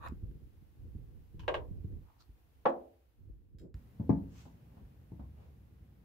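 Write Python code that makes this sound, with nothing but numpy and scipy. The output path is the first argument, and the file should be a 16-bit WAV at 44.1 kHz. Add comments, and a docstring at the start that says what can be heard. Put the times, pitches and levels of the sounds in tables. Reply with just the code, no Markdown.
"""In the open bed of a pickup, in a quiet field, a bolt-action rifle is worked on a rest. The bolt slides and
clacks shut, the action clunks hollowly, and the shooter's weight thumps the bed. Soft bumps, dry ticks, chinks
and rubbing fill the gaps, over gusts of rumble and a faint hiss that sinks midway and returns at once with a
tick and a low bump, then a low drone. Blows are coloured clicks with dense reflections, some with decaying
modes; friction, breeze and background are filtered noise under moving gains."""
import sys
import numpy as np
from scipy import signal
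from scipy.fft import rfft, irfft, next_fast_len
from scipy.io import wavfile

SR = 44100
rng = np.random.default_rng(int(sys.argv[2]) if len(sys.argv) > 2 else 0)


def master_out(mix):
    """Clip the mix to full scale and print it as 16-bit PCM to the path in sys.argv[1]."""
    frames = np.transpose(np.atleast_2d(mix))
    ceiling = np.clip(frames, -1, 1)
    pcm = np.round(ceiling * 32767).astype(np.int16)
    wavfile.write(sys.argv[1], SR, pcm)


N = 266408
TIME = np.arange(N) / SR
RETURN_S = 3.743   # the sunken background comes back, with a tick and a low bump

# colour of small hard contacts: pitch_hz, level_db (per Hz)
TICK_COLOUR = [(600, -22), (1400, 8.5), (3000, -3), (5200, -0.5), (6400, -11.5), (7000, -3.5), (7400, -0.5),
               (7900, -6.5), (8600, -18), (15000, -12)]


def from_db(db):
    """Decibels to gain."""
    return 10 ** (np.asarray(db) / 20)


def rms_one(x):
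    """Scale to rms 1."""
    return x / np.sqrt(np.mean(x ** 2) + 1e-20)


def at_hz(points, hz):
    """Read a table on a log-frequency axis."""
    table_hz, value = np.transpose(points)
    return np.interp(np.log(np.maximum(hz, 1)), np.log(table_hz), value)


def coloured(x, colour, tilt_db=0):
    """Causal (minimum-phase) filter with the given spectrum, tilted per octave and falling away past its ends."""
    n = x.shape[-1]
    size = 2 * next_fast_len(n // 2 + 4096)
    hz = np.maximum(np.fft.rfftfreq(size, 1 / SR), 1)
    loudest_hz = max(colour, key=lambda point: point[1])[0]
    octaves_outside = np.abs(np.log2(hz / np.clip(hz, colour[0][0], colour[-1][0])))
    db = at_hz(colour, hz) + tilt_db * np.log2(hz / loudest_hz) - 18 * octaves_outside
    # folding the cepstrum forward in time gives the minimum phase
    cepstrum = irfft(np.log(from_db(db) + 1e-7))
    cepstrum[1:size // 2] *= 2
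    cepstrum[size // 2 + 1:] = 0
    response = np.exp(rfft(cepstrum))
    return irfft(rfft(x, size) * response)[..., :n]


def diffuse(n):
    """Noise from all sides at two spaced microphones: alike in the bass, unrelated in the treble."""
    spacing_m, sound_m_per_s = 0.26, 343
    alike = .97 * np.sinc(2 * np.fft.rfftfreq(n, 1 / SR) * spacing_m / sound_m_per_s)
    mid, side = rfft(rng.standard_normal((2, n)))
    return irfft(np.sqrt(1 + alike) * mid + np.sqrt(1 - alike) * side * [[1], [-1]], n)


def scatter(t, early_t60, ring_db):
    """Dense reflections in third-octave bands: a quick burst, then the bed's slower ring, each band at its own pace."""
    # ring of the truck bed: pitch_hz, t60_s
    bed_decay = [(80, 0.14), (250, 0.53), (600, 0.46), (1200, 0.29), (3000, 0.17), (10000, 0.26)]
    noise, hz = rfft(diffuse(len(t))), np.fft.rfftfreq(len(t), 1 / SR)
    edges = np.r_[0, np.geomspace(100, SR / 2, 24)]
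    out = 0
    for low, high in zip(edges, edges[1:]):
        band = irfft(noise * ((hz >= low) & (hz < high)), len(t))
        ring_t60 = at_hz(bed_decay, (low + high) / 2)
        burst_t60 = early_t60 * ring_t60 / at_hz(bed_decay, 1000)   # early_t60 holds at 1 kHz
        fade = from_db(-60 * t / burst_t60) + from_db(ring_db - 60 * t / ring_t60)
        out = out + rms_one(band * fade) * np.sqrt(high - low)
    return rms_one(out) / np.sqrt(len(t))   # the energy of a one-sample click


def ringing(t, modes, tilt_db):
    """Decaying modes; sharp contacts favour high ones, which reach the two sides up to a quarter cycle apart."""
    out = 0
    for k, (hz, db, t60) in enumerate(modes):
        sign = (-1) ** k
        skew = sign * np.pi / 4 * np.tanh((hz / 700) ** 1.2) * np.array([[1], [-1]])
        strength_db = db + tilt_db * np.log2(hz / modes[0][0]) + rng.normal(0, 1)
        fade = from_db(strength_db - 60 * t / t60)
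        out = out + sign * fade * np.sin(2 * np.pi * hz * t + skew)
    return out


def blows(hits, colour, level_db, direct_db, early_t60, ring_db, rise_s, modes=(), modes_db=0, echo_db=-40):
    """A coloured click and its echo off the bed wall; dense reflections and the part's modes build up over rise_s."""
    wall_echo_s = .0105
    t = np.arange(2 ** 15) / SR
    build = 1 - np.exp(-t / rise_s)
    echo = signal.unit_impulse(len(t), int(wall_echo_s * SR))
    strike = signal.unit_impulse(len(t)) + from_db(echo_db) * echo
    out = np.zeros((2, N + len(t)))
    for start_s, db, tilt_db in hits:
        click = build * scatter(t, early_t60, ring_db) + from_db(direct_db) * strike
        blow = rms_one(coloured(click, colour, tilt_db))
        if len(modes):
            blow = blow + from_db(modes_db) * rms_one(build ** 2 * ringing(t, modes, tilt_db))
        start = int(start_s * SR)
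        out[:, start:start + len(t)] += from_db(db + level_db) * rms_one(blow)
    return out[:, :N]


def strokes(moves):
    """Gain of separate strokes: each swells to a rounded peak, then dies away evenly in decibels."""
    range_db = 19   # gained over the rise and lost over the fall
    power = 0
    for peak_s, db, rise_s, fall_s in moves:
        away = np.where(TIME < peak_s, ((peak_s - TIME) / rise_s) ** 2, (TIME - peak_s) / fall_s)
        power = power + from_db(db - range_db * np.minimum(away, 10)) ** 2
    return np.sqrt(power)


def rubbing(moves, colour, catches_per_s, catch_db):
    """Friction: a smooth hiss with tiny random catches in it."""
    snags = (rng.random(N) < catches_per_s / SR) * rng.standard_normal((2, N))
    friction = diffuse(N) + from_db(catch_db) * rms_one(snags)
    return strokes(moves) * rms_one(coloured(friction, colour))


def steady(before_db, after_db):
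    """Gain of a steady layer: it sinks ever faster for a second, returns at once at a new level, then eases off."""
    sink_start_s, sink_db, sink_power = 2.75, 15.5, 1.35
    ease_db_per_s = 1.78
    sunk = np.clip((TIME - sink_start_s) / (RETURN_S - sink_start_s), 0, 1) ** sink_power
    easing_db = after_db - ease_db_per_s * (TIME - RETURN_S)
    return from_db(np.where(TIME < RETURN_S, before_db - sink_db * sunk, easing_db))


def background():
    """Open air from all sides, and the microphones' own unrelated hiss."""
    # open air: pitch_hz, level_db (per Hz)
    air_colour = [(260, -35), (450, -2), (560, -6.5), (772, -2), (1220, -9), (2110, -11.5), (4000, -30.5),
                  (5200, -43), (8800, -120)]
    # microphone hiss: pitch_hz, level_db (per Hz)
    hiss_colour = [(1470, -30), (2500, -3.5), (8380, -14), (12100, -7), (14800, -7), (15400, -5.5)]
    air = steady(before_db=-79.5, after_db=-74.5) * rms_one(coloured(diffuse(N), air_colour))
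    hiss = rms_one(coloured(rng.standard_normal((2, N)), hiss_colour)) * from_db([[.5], [-.5]])
    return air + steady(before_db=-80.0, after_db=-77) * hiss


def gusts():
    """Strength of the breeze: each gust rises, holds and lets go, in random lumps."""
    # gusts before their lumps: start_s, end_s, level_db
    spells = [(0.015, 0.416, -49.5), (0.464, 0.63, -55.5), (0.824, 1.197, -51), (1.38, 1.943, -47.5),
              (2.2, 2.722, -67.5), (3.216, 3.702, -57.5), (4.016, 4.349, -62)]
    attack_s, release_s = 0.13, 0.17   # time to gain or lose 20 dB
    lumps_per_s, lump_db = 24, 2.5
    power = 0
    for start_s, end_s, db in spells:
        away = np.maximum((start_s - TIME) / attack_s, (TIME - end_s) / release_s)
        power = power + from_db(db - 20 * np.clip(away, 0, 10)) ** 2
    knots = np.arange(512)
    lumps = np.interp(TIME * lumps_per_s, knots, rng.standard_normal(len(knots)))
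    return np.sqrt(power) * from_db(lump_db * lumps)


def wind(gust):
    """The breeze buffets each microphone on its own: unrelated low noise left and right."""
    # buffeting: pitch_hz, level_db (per Hz)
    colour = [(20, -9), (40, -3), (70, -2), (120, -7), (250, -27)]
    buffeting = rms_one(coloured(rng.standard_normal((2, N)), colour))
    return gust * buffeting * from_db([[-2.5], [1.5]])


def rumble(gust):
    """Deep and hollow rumble: a steady part, and a part raised by the gusts."""
    # deep rumble: pitch_hz, level_db (per Hz)
    deep_colour = [(20, -22), (45, -8.5), (65, 3), (85, -2.5), (115, -6), (160, -19.5)]
    # hollow rumble: pitch_hz, level_db (per Hz)
    hollow_colour = [(110, -2.5), (160, -5.5), (240, 2), (320, 2.5), (400, -4.5), (500, -6.5), (650, -25)]
    gust_deep_db, gust_hollow_db = -13, -15   # against the gusts' strength
    deep_gain = np.hypot(steady(before_db=-70, after_db=-73.5), gust * from_db(gust_deep_db))
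    hollow_gain = np.hypot(steady(before_db=-79, after_db=-71.5), gust * from_db(gust_hollow_db))
    deep = deep_gain * rms_one(coloured(diffuse(N), deep_colour))
    return deep + hollow_gain * rms_one(coloured(diffuse(N), hollow_colour))


def bolt_slide():
    """The bolt slides in its raceway: dense catches over a hiss."""
    # slide: peak_s, level_db, rise_s, fall_s
    moves = [(0.066, -42, 0.056, 0.043)]
    # sliding steel: pitch_hz, level_db (per Hz)
    colour = [(350, -17), (550, -8.5), (800, -6), (1150, 4), (1450, -11), (1850, -10.5), (2100, -37),
              (2500, -14), (3100, -37), (3800, -20.5), (5300, -51), (6800, -36), (9000, -49),
              (11200, -32.5), (14000, -51)]
    return rubbing(moves, colour, catches_per_s=1000, catch_db=3.5)


def ticks():
    """Small dry ticks: mostly direct click, with a very short burst of reflections."""
    # ticks, strength before the layer's level: start_s, strength_db, brightness_db_per_octave; the last comes
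    # as the background returns
    hits = [(0.0752, -34.5, -10.5), (0.0856, -49, 4), (2.698, -57, 4), (3.743, -50, -1.5)]
    return blows(hits, TICK_COLOUR, level_db=-35.5, direct_db=2, early_t60=0.029, ring_db=-14.5,
                 rise_s=0.00027)


def bumps():
    """Soft bumps build slowly and only stir the bed's bass."""
    # bumps, strength before the layer's level: start_s, strength_db, brightness_db_per_octave; the one at 3.744
    # s comes as the background returns
    hits = [(0.094, -36, -0.5), (0.121, -34.5, 0), (0.227, -29.5, -5), (0.313, -43, 4), (0.351, -45.5, 2.5),
            (0.623, -51, 3.5), (0.835, -43.5, -5), (0.950, -33.5, -2.5), (1.344, -45, 2),
            (1.395, -40, -1.5), (1.709, -35, -4), (1.844, -30.5, -1), (1.923, -38, 2), (2.292, -44.5, -5),
            (3.296, -38.5, -3.5), (3.546, -45, 1), (3.744, -34.5, -2.5), (4.812, -40, -1)]
    # soft contact: pitch_hz, level_db (per Hz)
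    colour = [(25, -20.5), (50, 12), (85, 10), (150, 2.5), (280, -9.5), (420, -14.5), (650, -58.5),
              (1500, -51), (5000, -77.5)]
    soft = blows(hits, colour, level_db=-21.5, direct_db=-8.5, early_t60=0.02, ring_db=-25.5, rise_s=0.0028)
    return soft * from_db([[-.5], [.5]])


def bolt_catch():
    """Light clicks of the bolt's catch, with a strong echo off the bed wall."""
    # clicks, strength before the layer's level: start_s, strength_db, brightness_db_per_octave
    hits = [(1.395, -47.5, 1.5), (1.434, -50.5, -6.5)]
    # catch: pitch_hz, level_db (per Hz)
    colour = [(650, -18), (1000, 9.5), (1250, -12), (1600, -2.5), (2000, -13), (2450, -3.5), (3000, -1),
              (3700, -12.5), (6500, -22), (9000, -35.5), (15000, -36)]
    return blows(hits, colour, level_db=-25, direct_db=-9.5, early_t60=0.042, ring_db=0.5,
                 rise_s=0.00045, echo_db=-2)


def bolt_clacks():
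    """The bolt clacks shut: steel on steel, with the bolt's modes ringing."""
    # clacks, strength before the layer's level: start_s, strength_db, brightness_db_per_octave
    hits = [(1.478, -48, -0.5), (1.4802, -20, 0), (1.5425, -24.5, 0.5), (1.5725, -38, -5)]
    # bolt contact: pitch_hz, level_db (per Hz)
    colour = [(120, -53), (200, -42.5), (344, -5), (383, -6.5), (467, 0.5), (659, -4), (833, -7.5),
              (1090, -3.5), (1260, -16), (1630, -16), (2600, -18.5), (2900, -14.5), (4890, -40.5),
              (9210, -53.5), (15000, -60.5)]
    # bolt modes: pitch_hz, relative level_db, t60_s
    modes = [(482, -5, 0.16), (505, 0, 0.2), (605, 0.5, 0.17), (1043, -3, 0.11), (1112, -15.5, 0.29),
             (1270, -20.5, 0.074), (1650, -11.5, 0.11), (1600, -2, 0.098), (2194, -11, 0.077),
             (2490, -19.5, 0.118), (2918, -10, 0.13), (3010, -4, 0.0438), (3760, -11, 0.045)]
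    return blows(hits, colour, level_db=-23.5, direct_db=-6.0, early_t60=0.21, ring_db=-22,
                 rise_s=0.00045, modes=modes, modes_db=-3.5, echo_db=-7.5)


def drag():
    """A part is dragged softly along the stock and ends in a short bright scratch."""
    # drag: peak_s, level_db, rise_s, fall_s
    drag_moves = [(2.105, -69, 0.081, 0.17)]
    # soft drag: pitch_hz, level_db (per Hz)
    drag_colour = [(600, -3), (850, 9), (1200, 2), (1700, -11.5), (3000, -17.5), (4600, -21.5), (7000, -28)]
    # scratch: peak_s, level_db, rise_s, fall_s
    scratch_moves = [(2.214, -66.5, 0.029, 0.043)]
    # bright scratch: pitch_hz, level_db (per Hz)
    scratch_colour = [(900, -10), (1230, 9), (1600, -10), (3000, -11), (4200, 3), (5000, -2), (6200, -8),
                      (9000, -19), (14000, -22)]
    soft = rubbing(drag_moves, drag_colour, catches_per_s=66, catch_db=1)
    return soft + rubbing(scratch_moves, scratch_colour, catches_per_s=400, catch_db=1)


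def action_clunk():
    """The action clunks: a light touch and then the seat, ringing its low hollow modes."""
    # touch and seat, strength before the layer's level: start_s, strength_db, brightness_db_per_octave
    hits = [(2.6535, -26.5, -0.5), (2.6555, -16.5, 0.5)]
    # action contact: pitch_hz, level_db (per Hz)
    colour = [(100, -31.5), (170, -12), (250, -2.5), (390, -8.5), (530, 5), (650, -1), (800, 1),
              (1150, -10.5), (1400, -13), (2000, -25), (2400, -27.5), (3200, -30.5), (5500, -54),
              (12000, -68.5)]
    # action modes: pitch_hz, relative level_db, t60_s
    modes = [(211, -18.5, 0.26), (256, -3, 0.17), (343, -9.5, 0.5), (438.5, -19, 0.58), (498, -3.5, 0.24),
             (576, -10.5, 0.21), (712, -17, .33), (692, -9, 0.22), (755, -4.5, .2), (809, -8.5, 0.12),
             (847, 0.5, 0.2), (1052, -9.5, 0.14), (1121, -6, .2), (1260, -2, 0.1), (1373, -28, .14),
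             (1450, -29.5, 0.14), (1720, -14, 0.17), (1930, -16.5, 0.09), (2960, -31, .1)]
    return blows(hits, colour, level_db=-19.5, direct_db=-15.5, early_t60=0.14, ring_db=-3,
                 rise_s=0.00061, modes=modes, modes_db=-4.5)


def chinks():
    """A small steel part chinks: a tick with high ringing modes."""
    # chinks, strength before the layer's level: start_s, strength_db, brightness_db_per_octave
    hits = [(3.5857, -52, 3), (3.5965, -52.5, 3), (3.616, -59, 2)]
    # small steel part: pitch_hz, relative level_db, t60_s
    modes = [(1570, -4, 0.18), (3240, 0, 0.11), (3876, 3, 0.1), (5150, 4, 0.15), (7340, -6, 0.14),
             (7480, -9, 0.14), (9700, -5, .05)]
    return blows(hits, TICK_COLOUR, level_db=-35.5, direct_db=-5.5, early_t60=0.025, ring_db=-4,
                 rise_s=0.0003, modes=modes, modes_db=-2.5)


def stock_shift():
    """The stock shifts on its sandbag: dull friction with sparse, weak catches."""
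    # shift: peak_s, level_db, rise_s, fall_s
    moves = [(3.655, -50.5, 0.062, 0.067)]
    # sandbag: pitch_hz, level_db (per Hz)
    colour = [(120, -1), (220, -2), (370, -1.5), (480, -7.5), (700, -23.5), (1200, -42)]
    return rubbing(moves, colour, catches_per_s=110, catch_db=-13.0)


def drone():
    """A low outdoor drone comes in when the background returns, then eases off with it."""
    # drone: pitch_hz, level_db (per Hz)
    colour = [(15, -51), (25, -25), (58, 3), (86, 0.5), (155, -2.5), (260, -12.5), (334, -22.5), (362, -21),
              (387, -22), (600, -28), (780, -54.5), (1320, -120)]
    gain = (TIME >= RETURN_S) * steady(before_db=-56, after_db=-56)
    return gain * rms_one(coloured(diffuse(N), colour))


def bed_thumps():
    """Heavy thumps boom in the bed's panels, with a woody knock on top."""
    # thumps, strength before the layer's level: start_s, strength_db, brightness_db_per_octave
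    hits = [(3.997, -25, -4), (4.0935, -12.5, 1.5), (5.118, -36, -3)]
    # boom: pitch_hz, level_db (per Hz)
    boom_colour = [(50, -22.5), (95, -2.5), (180, 8), (270, 10.5), (400, -7), (600, -28), (700, -14),
                   (900, -17.5), (1150, -44.5), (1400, -54), (2300, -71), (2900, -81), (5000, -71)]
    # bed panel modes: pitch_hz, relative level_db, t60_s
    modes = [(73.3, -19.5, 0.77), (110, 1, 0.095), (125, 0.5, 0.059), (159.5, -9, 0.28), (199, 2, 0.025),
             (245, 2.5, 0.073), (275.6, -13, 0.38), (676, -23.5, 0.21), (812, -29.5, 0.25),
             (867, -22.5, 0.17), (1065, -26, 0.11), (1202, -37.5, 0.17), (2200, -57, 0.061)]
    # woody knock: pitch_hz, level_db (per Hz)
    knock_colour = [(300, -10), (450, 9.5), (600, 8), (730, -3.5), (900, 6), (1150, -9), (1400, -16),
                    (1700, -17), (2300, -20), (2900, -39), (5000, -39)]
    boom = blows(hits, boom_colour, level_db=-22.5, direct_db=-2, early_t60=.045, ring_db=-10,
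                 rise_s=.0012, modes=modes, modes_db=0)
    knock = blows(hits, knock_colour, level_db=-43.5, direct_db=-16, early_t60=0.08, ring_db=6.5,
                  rise_s=0.00063)
    return (boom + knock) * from_db([[.7], [-.7]])


def bed_drumming():
    """The bed's floor drums on after weight lands on it: swells of low noise."""
    # drumming: peak_s, level_db, rise_s, fall_s
    moves = [(4.175, -40, 0.17, 0.22), (5.26, -49.5, 0.076, 0.67)]
    # floor: pitch_hz, level_db (per Hz)
    colour = [(45, -20), (72, 4.5), (100, -5), (135, -8.5), (250, -29)]
    return strokes(moves) * rms_one(coloured(diffuse(N), colour))


def sleeve():
    """A sleeve brushes the rest: a broad rustle of many fine catches."""
    # brush: peak_s, level_db, rise_s, fall_s
    moves = [(4.41, -64.5, 0.12, 0.12)]
    # cloth: pitch_hz, level_db (per Hz)
    colour = [(300, -5.5), (900, 7.5), (1600, 3.5), (2700, 5.5), (4500, 0.5), (6500, 3.5), (7700, 0),
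              (9000, -12.5), (15000, -9)]
    return rubbing(moves, colour, catches_per_s=1800, catch_db=-2.5)


def stock_taps():
    """Hands tap the stock: soft contacts that build over some milliseconds."""
    # taps, strength before the layer's level: start_s, strength_db, brightness_db_per_octave
    hits = [(4.455, -48.5, 2.5), (4.770, -46.5, 0.5), (5.195, -39, 0)]
    # hand on stock: pitch_hz, level_db (per Hz)
    colour = [(60, 14), (130, 5), (250, 5.5), (400, -13), (550, -7), (700, -10.5), (1000, -12),
              (1400, -26.5), (2300, -37), (3500, -38), (6000, -53)]
    return blows(hits, colour, level_db=-20, direct_db=-15, early_t60=0.037, ring_db=-12.0, rise_s=0.0052)


def fingers():
    """Fingers rub the stock: smooth friction with sparse catches."""
    # rubs: peak_s, level_db, rise_s, fall_s
    moves = [(4.78, -73, 0.45, 0.55), (5.43, -66.5, 0.11, 0.21)]
    # skin on stock: pitch_hz, level_db (per Hz)
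    colour = [(400, 9.5), (800, 4), (1300, -6), (1800, -13.5), (2600, -8), (3500, -17), (7000, -23.5)]
    return rubbing(moves, colour, catches_per_s=170, catch_db=-9)


def scene():
    """Clicks, thuds, friction and background together."""
    gust = gusts()
    outdoors = background() + wind(gust) + rumble(gust) + drone()
    clicks = ticks() + bolt_catch() + bolt_clacks() + action_clunk() + chinks() + stock_taps()
    thuds = bumps() + bed_thumps() + bed_drumming()
    friction = bolt_slide() + drag() + stock_shift() + sleeve() + fingers()
    return outdoors + clicks + thuds + friction


def record(dry):
    """A steep elliptic low-pass cuts the top."""
    cutoff_hz, ripple_db, stop_db = 15600, .1, 70
    return signal.sosfilt(signal.ellip(10, ripple_db, stop_db, cutoff_hz, fs=SR, output="sos"), dry)


dry = scene()
out = record(dry)
master_out(out)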